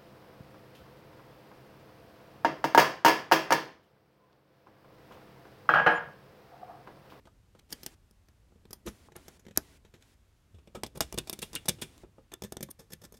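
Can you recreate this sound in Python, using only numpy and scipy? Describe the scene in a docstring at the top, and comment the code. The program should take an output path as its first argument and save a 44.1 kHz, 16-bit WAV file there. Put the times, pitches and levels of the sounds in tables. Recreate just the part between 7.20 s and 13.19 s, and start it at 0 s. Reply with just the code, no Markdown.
"""A small room, microphone close to a sheet-metal tray: steel tweezers pry at an LED on a strip fixed in it.
Each touch is a short burst of noisy slips sent through the resonances of tweezers and strip:
the tips tick and ring, the strip crunches, the tray knocks dully underneath and rings on as damped sines.
At the end a fingertip wipes the strip. Behind lie rumble and a faint hiss, shaped noise, the hiss
lifting in six spells; the hand rumbles on the tray, and the tray flexes in low tones."""
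import sys
import numpy as np
from scipy import signal
from scipy.fft import rfft, irfft
from scipy.io import wavfile

SR = 44100
rng = np.random.default_rng(int(sys.argv[2]) if len(sys.argv) > 2 else 0)


def store_wav(level_fs):
    """Save 16-bit WAV to argv[1]."""
    pcm = np.round(np.clip(np.atleast_2d(level_fs), -1, 1) * 32767)
    wavfile.write(sys.argv[1], SR, pcm.T.astype(np.int16))


N = 264153
T = np.arange(N) / SR


def gain_of(db):
    """Decibels to amplitude."""
    return 10 ** (np.asarray(db) / 20)


def unit(x):
    """Scales to energy 1."""
    return x / np.sqrt(np.sum(x ** 2) + 1e-30)


def read(points, hz):
    """Joins (f/Hz, value) points on a log-frequency axis."""
    f, value = np.transpose(points)
    return np.interp(np.log(hz + 1), np.log(f + 1), value)


def add(mix, s, sound):
    """Lays a sound into the mix at a time in seconds."""
    part = mix[max(round(s * SR), 0):][:len(sound)]
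    part += sound[:len(part)]


def band(x, lo_hz, hi_hz, order=3):
    """Causal band-pass."""
    return signal.sosfilt(signal.butter(order, [lo_hz, hi_hz], "band", fs=SR, output="sos"), x)


def causal(db, size=2048):
    """The most compact causal response (minimum phase) with this gain."""
    log_gain = np.r_[db, db[-2:0:-1]] * np.log(10) / 20
    spectrum = np.exp(np.conj(signal.hilbert(log_gain)))[:len(db)]
    return irfft(spectrum)[:size]


def noise(colour):
    """Steady noise of rms 1; only the shape of the colour counts."""
    shape = gain_of(read(colour, np.fft.rfftfreq(N, 1 / SR)))
    return unit(irfft(rfft(rng.standard_normal(N)) * shape, N)) * np.sqrt(N)


# colour of the steady rumble and hiss behind everything: (f/Hz, relative level/dB per Hz)
FLOOR_COLOUR = [(12, -56), (20, -15.5), (32, -7), (53, -2), (101, -6), (154, -20.5), (301, -28.5),
                (328, -30.5), (802, -30), (873, -29), (2820, -34), (5380, -37.5), (7110, -38.5),
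                (13200, -43.5), (16000, -49.5)]


def room_floor(level_db=-65.5):
    """The room at rest: steady noise, strongest in the low rumble."""
    return gain_of(level_db) * noise(FLOOR_COLOUR)


# colour of the lifting hiss: (f/Hz, relative level/dB per Hz)
HISS_COLOUR = [(150, -35), (250, 1.5), (360, -5), (686, -10.5), (1400, -13), (2020, -11.5), (2810, -13.5),
               (3230, -14), (9490, -18.5), (14900, -28), (16000, -25.5)]
# spells in which the hiss lifts: (start t/s, end t/s, rms level/dB)
HISS_LIFTS = [(0.493, 0.748, -63), (1.654, 1.882, -65), (1.953, 2.177, -64), (2.354, 2.579, -64),
              (2.806, 2.947, -69), (3.805, 4.838, -65)]


def hiss_lifts(edge_s=0.0096):
    """Extra hiss, faded in and out of each spell within milliseconds."""
    lift = np.zeros(N)
    for start, end, db in HISS_LIFTS:
        lift += gain_of(db) * np.clip(np.minimum(T - start, end - T) / edge_s + .5, 0, 1)
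    return lift * noise(HISS_COLOUR)


# the hand's weight shifts on the tray: (t/s, rumble level/dB before the trim)
HAND_WEIGHT = [(0, -63.5), (.25, -66.5), (.62, -62.5), (.97, -69.5), (1.58, -61), (2.3, -62.5), (3.14, -70),
               (3.65, -61.5), (4.35, -57), (4.62, -58), (5.15, -71.5), (5.4, -69), (5.7, -70), (5.95, -63)]


def hand_rumble(trim_db=-3):
    """The hand resting on the tray: low noise that swells and sinks as its weight shifts."""
    colour = [(20, -19.0), (45, -1), (90, -2.5), (200, -7.5), (450, -15.5), (1200, -31.0), (8000, -68.5)]
    level_db = np.interp(T, *np.transpose(HAND_WEIGHT)) + trim_db
    return gain_of(level_db) * noise(colour)


# the tray flexes under the hand or the tips: (t/s, length/s, first f/Hz, last f/Hz, peak level/dB)
TRAY_BUMPS = [(1.654, 0.045, 342, 342, -36.5), (3.329, 0.1, 128, 64, -48), (3.838, 0.06, 85, 55, -47),
              (3.919, 0.079, 55, 50.6, -43.5), (3.994, 0.067, 52, 58, -45)]


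def bumps(swell=0.27):
    """The whole tray flexes for a few cycles: low sines that swell, then sink."""
    out = np.zeros(N)
    for s, length, first_hz, last_hz, db in TRAY_BUMPS:
        u = np.linspace(0, 1, int(length * SR))
        turns = np.cumsum(first_hz * (last_hz / first_hz) ** np.sqrt(u)) / SR
        shape = np.interp(u, [0, swell, 1], [0, 1, 0])
        add(out, s, gain_of(db) * shape * np.sin(2 * np.pi * turns))
    return out


# strength of the echoes: (f/Hz, level against the direct sound/dB)
ECHO_LEVEL = [(80, -6.5), (300, -11), (1000, -7), (3000, -6), (6000, -25.5), (12000, -31.5)]
# how long the echoes last: (f/Hz, t60/s)
ECHO_T60 = [(100, 0.24), (300, 0.18), (1000, 0.08), (3000, 0.077), (6000, 0.13), (13000, 0.17)]


def echoes(first_s=0.0017, size=256):
    """Dense early echoes of a small room as decaying noise: the lows last longest, the high treble is faintest."""
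    fade_in = np.clip((T[:SR // 2] - first_s) / first_s, 0, 1)
    hz, t, z = signal.stft(rng.standard_normal(len(fade_in)), SR, nperseg=size)
    t60 = read(ECHO_T60, hz)[:, None]
    decay_db = read(ECHO_LEVEL, hz)[:, None] - 60 * t / t60
    energy_norm = np.sqrt(2 * np.log(1000) / (t60 * SR))  # a long tail gets no extra energy
    z *= gain_of(decay_db) * energy_norm
    return signal.istft(z, SR, nperseg=size)[1][:len(fade_in)] * fade_in


def room(x, count=5, cycle_s=.63):
    """A few random echo patterns blend in rotation, so that touches do not all share one tail."""
    turns = T / cycle_s
    shares = [np.maximum(np.cos(2 * np.pi * (turns - k / count)), 0) ** 2 for k in range(count)]
    shares = shares / np.linalg.norm(shares, axis=0)
    return sum(signal.fftconvolve(x * share, echoes())[:N] for share in shares)


# modes of the tray: (f/Hz, level/dB before the ring trim, t60/s)
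TRAY_MODES = [(155, -8, 0.32), (167, -12, 0.3), (385.3, -7.5, 0.055), (389.3, -1.5, 0.096),
              (454.7, -1, 0.066), (672.4, -0.5, .09), (1080, -5.5, 0.028), (1832, -10.5, .08),
              (2396, -19.5, .08), (2690, -12.5, 0.067), (3224, -18, .12)]


def tray(x, ring_db=-6):
    """The sheet metal rings on briefly after each touch, each mode a decaying sine."""
    t = T[:SR // 2]
    ring = np.zeros(len(t))
    for hz, db, t60 in TRAY_MODES:
        norm = 2 * np.log(1000) / (t60 * SR)  # about unit gain at the mode's peak
        ring += gain_of(db) * norm * 1000 ** (-t / t60) * np.sin(2 * np.pi * hz * t)
    return gain_of(ring_db) * signal.fftconvolve(x, ring)[:N]


def slips(rise_ms, decay_ms, grit_db=4.0, clump_db=0.5, snap=0.26, push=3, push_ms=0.27,
          drag=0.048, drag_length=8.1, size=6000):
    """Tiny slips of uneven size crowd up to the moment the tip lets go, then thin out as it drags on."""
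    lead = int(2 * rise_ms * SR / 1000)
    ms = (np.arange(size) - lead) * 1000 / SR
    after = np.maximum(ms, 0) / decay_ms
    build_up = np.exp(-(np.minimum(ms, 0) / rise_ms) ** 2 * 0.72)
    force = build_up * (np.exp(-after) + drag * np.exp(-after / drag_length))
    # the tip catches about once a millisecond
    clumps = np.interp(ms, np.linspace(ms[0], ms[-1], num=110), rng.standard_normal(110))
    grit = np.clip(rng.standard_normal(size), -2, 2)
    train = unit(force * rng.standard_normal(size) * gain_of(grit_db * grit + clump_db * clumps))
    train[lead] -= snap / (rise_ms + .5)  # a sudden release is one clean snap
    # one firm shove on the tray carries the low body of a sharp click
    shove = np.exp(-np.abs(ms) / push_ms)
    return lead / SR, train - push / (rise_ms + .5) * shove / shove.sum()


# colour of a bare contact: (f/Hz, level/dB)
CONTACT_COLOUR = [(25, -13.5), (60, -2), (100, -4), (170, 0), (250, 1.5), (370, 2.5), (520, 3), (750, -5.5),
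                  (1000, -8.5), (1300, -6.5), (3000, -11.5), (6000, -11.5), (10000, -10.5), (13000, -15.5),
                  (15000, -22), (17000, -26)]


def tweezers(grip, notes_hz, grip_db=7, damping=1.15, notes_db=(4, 6), notes_q=(18, 20), size=8192):
    """Response to one slip: a broad tick, the grip's resonances, and two notes set by where the tips bear."""
    hz = np.fft.rfftfreq(size, 1 / SR)
    modes = [(f, width * damping, db + grip_db) for f, width, db in grip]
    modes += [(f, f / q, db) for f, q, db in zip(notes_hz, notes_q, notes_db)]
    power = 1 + sum(gain_of(db) ** 2 / (1 + (2 * (hz - f) / width) ** 2) for f, width, db in modes)
    return causal(read(CONTACT_COLOUR, hz) + 10 * np.log10(power))


# resonances of tweezers and strip in four grips: (f/Hz, width/Hz before damping, level/dB before the grip level)
GRIP_PROBING = [(1560, 160, -7), (3230, 210, 3), (4560, 460, 0.5), (5150, 470, 2.5), (6160, 220, 0),
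                (9180, 350, 9.5), (11700, 300, -3), (13900, 1400, 5.5)]
GRIP_PRYING = [(1500, 200, -6), (3150, 200, -6), (3830, 150, -7), (5950, 600, -2), (6980, 370, -5),
               (9650, 400, 2), (11600, 450, -1), (13500, 300, -7)]
GRIP_SCRAPING = [(2390, 59, 6.5), (2843, 150, 7), (3460, 233, 9), (3690, 97, 5.5), (5230, 340, -6.5),
                 (7100, 71, -31), (8430, 260, 5), (9430, 330, -3), (10240, 118, -19.5), (11540, 200, -22),
                 (12400, 140, -20)]
GRIP_BRUSHING = [(1760, 42, 0.5), (3500, 150, 5), (5260, 320, -7.5), (6380, 100, 1.5), (8300, 220, -2),
                 (9060, 260, 6.5), (11800, 350, -0.5), (13800, 360, 2)]
# when each grip is taken up: (t/s, its resonances)
GRIPS = [(0, GRIP_PROBING), (1.6, GRIP_PRYING), (3.3, GRIP_SCRAPING), (5.05, GRIP_BRUSHING)]


def grip_at(s):
    """The resonances change with the grip; the latest one taken up holds."""
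    return [modes for start, modes in GRIPS if start <= s][-1]


# six parts of a touch, thud, tray, knock, strip, tip, edge: (low f/Hz, high f/Hz)
PART_BANDS = [(30, 250), (250, 600), (600, 1400), (1400, 4400), (4400, 8500), (8500, 16500)]
# how far each of the six parts follows weight, stiffness of the spot and brightness: (dB per dB)
BY_WEIGHT = np.array([1, 1, 1, 0, 0, 0])
BY_STIFFNESS = np.array([-1, 0, 1, 0, 0, 0])
BY_BRIGHTNESS = np.array([0, 0, 0, -1, 0, 1])


def touch(s, rise_ms, decay_ms, blow_db, balance_db, notes_hz, margin_s=.002):
    """One burst of slips: weight feeds the tray, a stiff spot knocks instead of thudding, brightness favours the edge."""
    strength_db, weight_db, stiff_db, bright_db = blow_db
    lead_s, train = slips(rise_ms, decay_ms)
    burst = signal.fftconvolve(train, tweezers(grip_at(s), notes_hz))
    parts_db = strength_db + np.array(balance_db)
    parts_db = parts_db + weight_db * BY_WEIGHT + stiff_db * BY_STIFFNESS + bright_db * BY_BRIGHTNESS
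    sound = np.zeros(len(burst))
    for db, (lo, hi) in zip(parts_db, PART_BANDS):
        lag_s = 1 / (np.pi * (hi - lo))  # all parts start together, however narrow their band
        part = unit(band(burst, lo, hi)) * np.sqrt(SR / 100)  # level as if spread over 10 ms
        add(sound, margin_s - lag_s, gain_of(db) * part)
    return s - lead_s - margin_s, sound


# notes of strip and tips where a row gives none
STRIP_HZ, SCRAPE_TIP_HZ, SOFT_TIP_HZ = 3600, 9400, 5326

# the fingertip on the strip: (t/s, decay/ms, strength level/dB, weight on the tray/dB)
WIPES = [(5.596, 15.5, -57.5, 3.5), (5.707, 7, -65, 6), (5.724, 8.6, -54, -3.5), (5.82, 8.3, -62, 3.5),
         (5.841, 7.1, -57.5, 4.5), (5.944, 10, -62.5, 3.5), (5.973, 5.9, -64.5, -10)]
# balance of a wipe: (thud, tray, knock, strip, tip, edge level/dB)
WIPE_BALANCE = (3, 3.5, -4.5, -1, 5.5, 3.5)


def wipes(rise_ms=3.5):
    """The fingertip wipes the strip: bursts of slips that build up slowly."""
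    out = np.zeros(N)
    for s, decay_ms, db, weight_db in WIPES:
        blow_db = (db, weight_db, 0, 0)
        add(out, *touch(s, rise_ms, decay_ms, blow_db, WIPE_BALANCE, (STRIP_HZ, SOFT_TIP_HZ)))
    return out


# soft contacts: (t/s, decay/ms, strength level/dB, weight on the tray/dB, stiffness of the spot/dB, strip note f/Hz)
TAPS = [(.055, 9.6, -70, 8.5, -4, 3270), (0.073, 4.4, -72.5, 3.5, 15, 1250), (.351, 14, -74, 15.5, 2, 720),
        (1.323, 4.6, -90, 22.5, 1, 695), (1.359, 6.6, -87, 19, -11.5, 2350),
        (1.455, 1.1, -70.5, 11, -4, 4220), (1.887, 2, -81.5, 19.5, 7, 1040),
        (1.921, 4.4, -68, 8.5, -3, 2420), (2.253, 4.1, -72.5, 8, -7, 3260),
        (2.267, 2.8, -66, 12.5, -6.5, 1560), (2.285, 4.1, -66, 9.5, -3, 3300),
        (2.311, 6, -67, 7.5, -8, 3040), (2.363, 1.6, -61, -2, 4, 3100), (2.65, 13, -69, 7, 0.5, 2570),
        (2.74, 19, -64, 5.5, -2.5, 3210), (2.825, 2.6, -67.5, -15, 2.5, 3580),
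        (3.346, 14, -74, 9, -6, 3400), (3.386, 10.5, -75, 9, 0, 2440), (3.475, 5.5, -68.5, 9.5, -5, 3800),
        (4.587, 23, -66, 9, -2, 2490), (4.836, 13, -75, 23, -1, 685), (4.984, 6.3, -82.5, 27, 0, 522),
        (5.489, 5.3, -71, 16.5, 1.5, 1470)]
# balance of a tap: (thud, tray, knock, strip, tip, edge level/dB)
TAP_BALANCE = (-0.5, 4.5, -1.5, 6, 3.5, -3)


def taps(rise_ms=1.4):
    """Soft, dull contacts, most of them leaning on the tray."""
    out = np.zeros(N)
    for s, decay_ms, db, weight_db, stiff_db, strip_hz in TAPS:
        blow_db = (db, weight_db, stiff_db, 0)
        add(out, *touch(s, rise_ms, decay_ms, blow_db, TAP_BALANCE, (strip_hz, SOFT_TIP_HZ)))
    return out


# drags over the strip: (t/s, rise/ms, decay/ms, strength level/dB, weight on the tray/dB,
# stiffness of the spot/dB, brightness/dB, strip note f/Hz)
SCRAPES = [(.397, 5.6, 1.5, -63, -6, 3.5, -3.5, 4200), (0.524, 6.4, 9.2, -52.5, -1, -2.5, 2.5, 3800),
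           (1.664, 1.86, 17, -50, 2, -5, 1.5, 2510), (1.676, 4.7, 7.4, -51, 11, 0.5, -7, 2380),
           (1.958, 2.84, 14, -63.5, 12, 3.5, -10.5, 1410), (3.554, 3.73, 12, -51, 11, -0.5, -2, 2320),
           (3.644, 1.6, 8.6, -53.5, -2.5, -13, -5.5, 2380), (3.76, 5.9, 7.4, -56.5, 8, -3, -0.5, 3250),
           (3.776, 2.5, 3.7, -52, 5, -3, 4, 3800), (3.944, 1.93, 2.8, -52, 8.5, -5, 2.5, 1780),
           (3.978, 1.42, 5.4, -41.5, 5.5, -1, -2.5, 1550), (3.9862, 1.2, 2.7, -33, -8.5, -3, 0.5, 2620),
           (4.135, 1.6, 3.2, -44.5, -4.5, 1.5, 1.5, 3570), (4.2213, 2.4, 12.3, -40, -16, -2, 2.5, 3900),
           (4.228, 1.78, 5.5, -44, 2, -0.5, -6.5, 3900), (4.344, 2.15, 4, -56.5, 5.5, 1.5, -5, 3640),
           (4.36, 2.07, 6.4, -42, -7, -5, -8.5, 2280), (4.487, 0.97, 1.4, -26.5, -14.5, -8.5, 3.5, 3650),
           (4.618, 2.4, 11, -43, -15, 1, 3.5, 3630), (4.622, 2.4, 8.1, -40.5, -1, -4, -4.5, 3360),
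           (5.12, 1.93, 4.8, -57.5, 3.5, 1.5, -4, 3600), (5.136, 3.3, 2.7, -69.5, 19, 1.5, 5, 1770),
           (5.1386, .7, 1.5, -44, -11, -5.5, 0.5, 1700), (5.238, 1.5, 5.2, -48, 1, -7, 0.5, 1800),
           (5.248, 2.3, 10.3, -52, 4.5, -6.5, -2, 1740), (5.43, 1.9, 4, -40.5, -4, -8, 3.5, 3640),
           (5.514, 6.6, 1.6, -51.5, -13, 0, 8.5, 3270), (5.735, 1.93, 2, -46, -6.5, -7.5, 2, 4130)]
# balance of a scrape: (thud, tray, knock, strip, tip, edge level/dB)
SCRAPE_BALANCE = (-1.8, 2.6, -2.2, -0.92, 2.83, 1)


def scrapes():
    """The tips drag over the strip: each burst has its own build-up and strip note."""
    out = np.zeros(N)
    for s, rise_ms, decay_ms, *blow_db, strip_hz in SCRAPES:
        add(out, *touch(s, rise_ms, decay_ms, blow_db, SCRAPE_BALANCE, (strip_hz, SCRAPE_TIP_HZ)))
    return out


# snaps off an edge: (t/s, decay/ms, strength level/dB, weight on the tray/dB,
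# stiffness of the spot/dB, brightness/dB, tip note f/Hz)
CLICKS = [(.505, 3.3, -58.5, -7, -1, 4, 9400), (0.5265, 1.7, -41, -14.5, -1, 3, 4700),
          (0.53, 1.9, -44.5, -7, -3, 3, 12450), (0.6327, 4.3, -51, -5.5, -3, 3, 12530),
          (.6634, 1.7, -40, -8.5, -1.5, 4, 5100), (.911, 1, -70.5, -0.5, -6, 6.5, 5400),
          (1.086, 3.3, -70.5, 3, -0.5, -1, 4670), (1.508, 3.4, -58, 2.5, -5, 4, 12440),
          (1.531, 3.1, -47.5, -6.5, 2, 6, 9300), (1.682, 7.2, -51, 2.5, -10.5, 2, 5240),
          (1.964, 2.6, -56.5, 3, -3.5, 9, 11500), (2.0824, 3.9, -54.5, 2, 0, 1, 12700),
          (2.195, 7.4, -66, -1, -5.5, 0.5, 6830), (2.375, .72, -28, -6, 1, 8, 12300),
          (3.6351, 2.2, -38, 0, 2, 1.5, 5160), (3.6644, 4.1, -51.5, 0, -4.5, 1.5, 8800),
          (3.807, 2.5, -31, -5, 7.5, 2.5, 7000), (3.8106, 4, -34.5, -3, -5.5, 2, 7200),
          (3.823, 7.4, -43.5, -9, 1, -1, 5360), (3.926, 1.8, -47, -2.5, 4, 3, 6900),
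          (4.0736, 10, -51.5, -1.5, 3, 1.5, 9910), (4.097, 2.1, -38.5, -7.5, 1.5, 5, 13300),
          (4.1293, 3.2, -42.5, -4, -2.5, 5, 10000), (4.1906, 2.9, -47.5, -3, -6.5, 2.5, 7540),
          (4.332, 5.9, -50.5, -3.5, -1.5, 1.5, 9880), (4.3529, 2.6, -39.5, -10, -1, 8, 9800),
          (4.457, 5.1, -52, -1, 1, 4.5, 9670), (4.4834, 1.3, -39.5, -2.5, 5.5, 2, 9800),
          (4.493, 3.7, -29, -7.5, -4.5, 1.5, 10100), (4.7794, 0.73, -65, -5, 3, 1.5, 6820),
          (5.222, 2.6, -48, 4.5, -1, 1, 5070), (5.323, 2.4, -46.5, 3.5, -0.5, 5, 8800),
          (5.369, 1.7, -46, 1, -2, 1, 5900), (5.408, 3, -52, 6.5, -5, 1.5, 9550),
          (5.851, 4.3, -55, -20, -5.5, 2, 8140), (5.924, 3.9, -62.5, 4.5, -3.5, 7, 6300)]
# balance of a click: (thud, tray, knock, strip, tip, edge level/dB)
CLICK_BALANCE = (-1.5, 3.36, -0.04, -0.5, 4.5, -0.5)


def clicks(rise_ms=.5):
    """The tips snap off an edge: an abrupt burst of slips, each with its own tip note."""
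    out = np.zeros(N)
    for s, decay_ms, *blow_db, tip_hz in CLICKS:
        add(out, *touch(s, rise_ms, decay_ms, blow_db, CLICK_BALANCE, (STRIP_HZ, tip_hz)))
    return out


def scene(direct_db=-0.44):
    """The background and the tray's bumps, then the touches with the tray's ring and the room."""
    background = room_floor() + hiss_lifts() + hand_rumble()
    near = gain_of(direct_db) * (wipes() + taps() + scrapes() + clicks())
    near = near + tray(near)
    return (background + bumps() + near + room(near))[None]


def record(dry):
    """The microphone channel's band limit: a steep low-pass at 15950 Hz."""
    lowpass = signal.firwin(301, 15950, window=("kaiser", 8), fs=SR)
    return signal.oaconvolve(dry, lowpass[None], "same")


dry = scene()
out = record(dry)
store_wav(out)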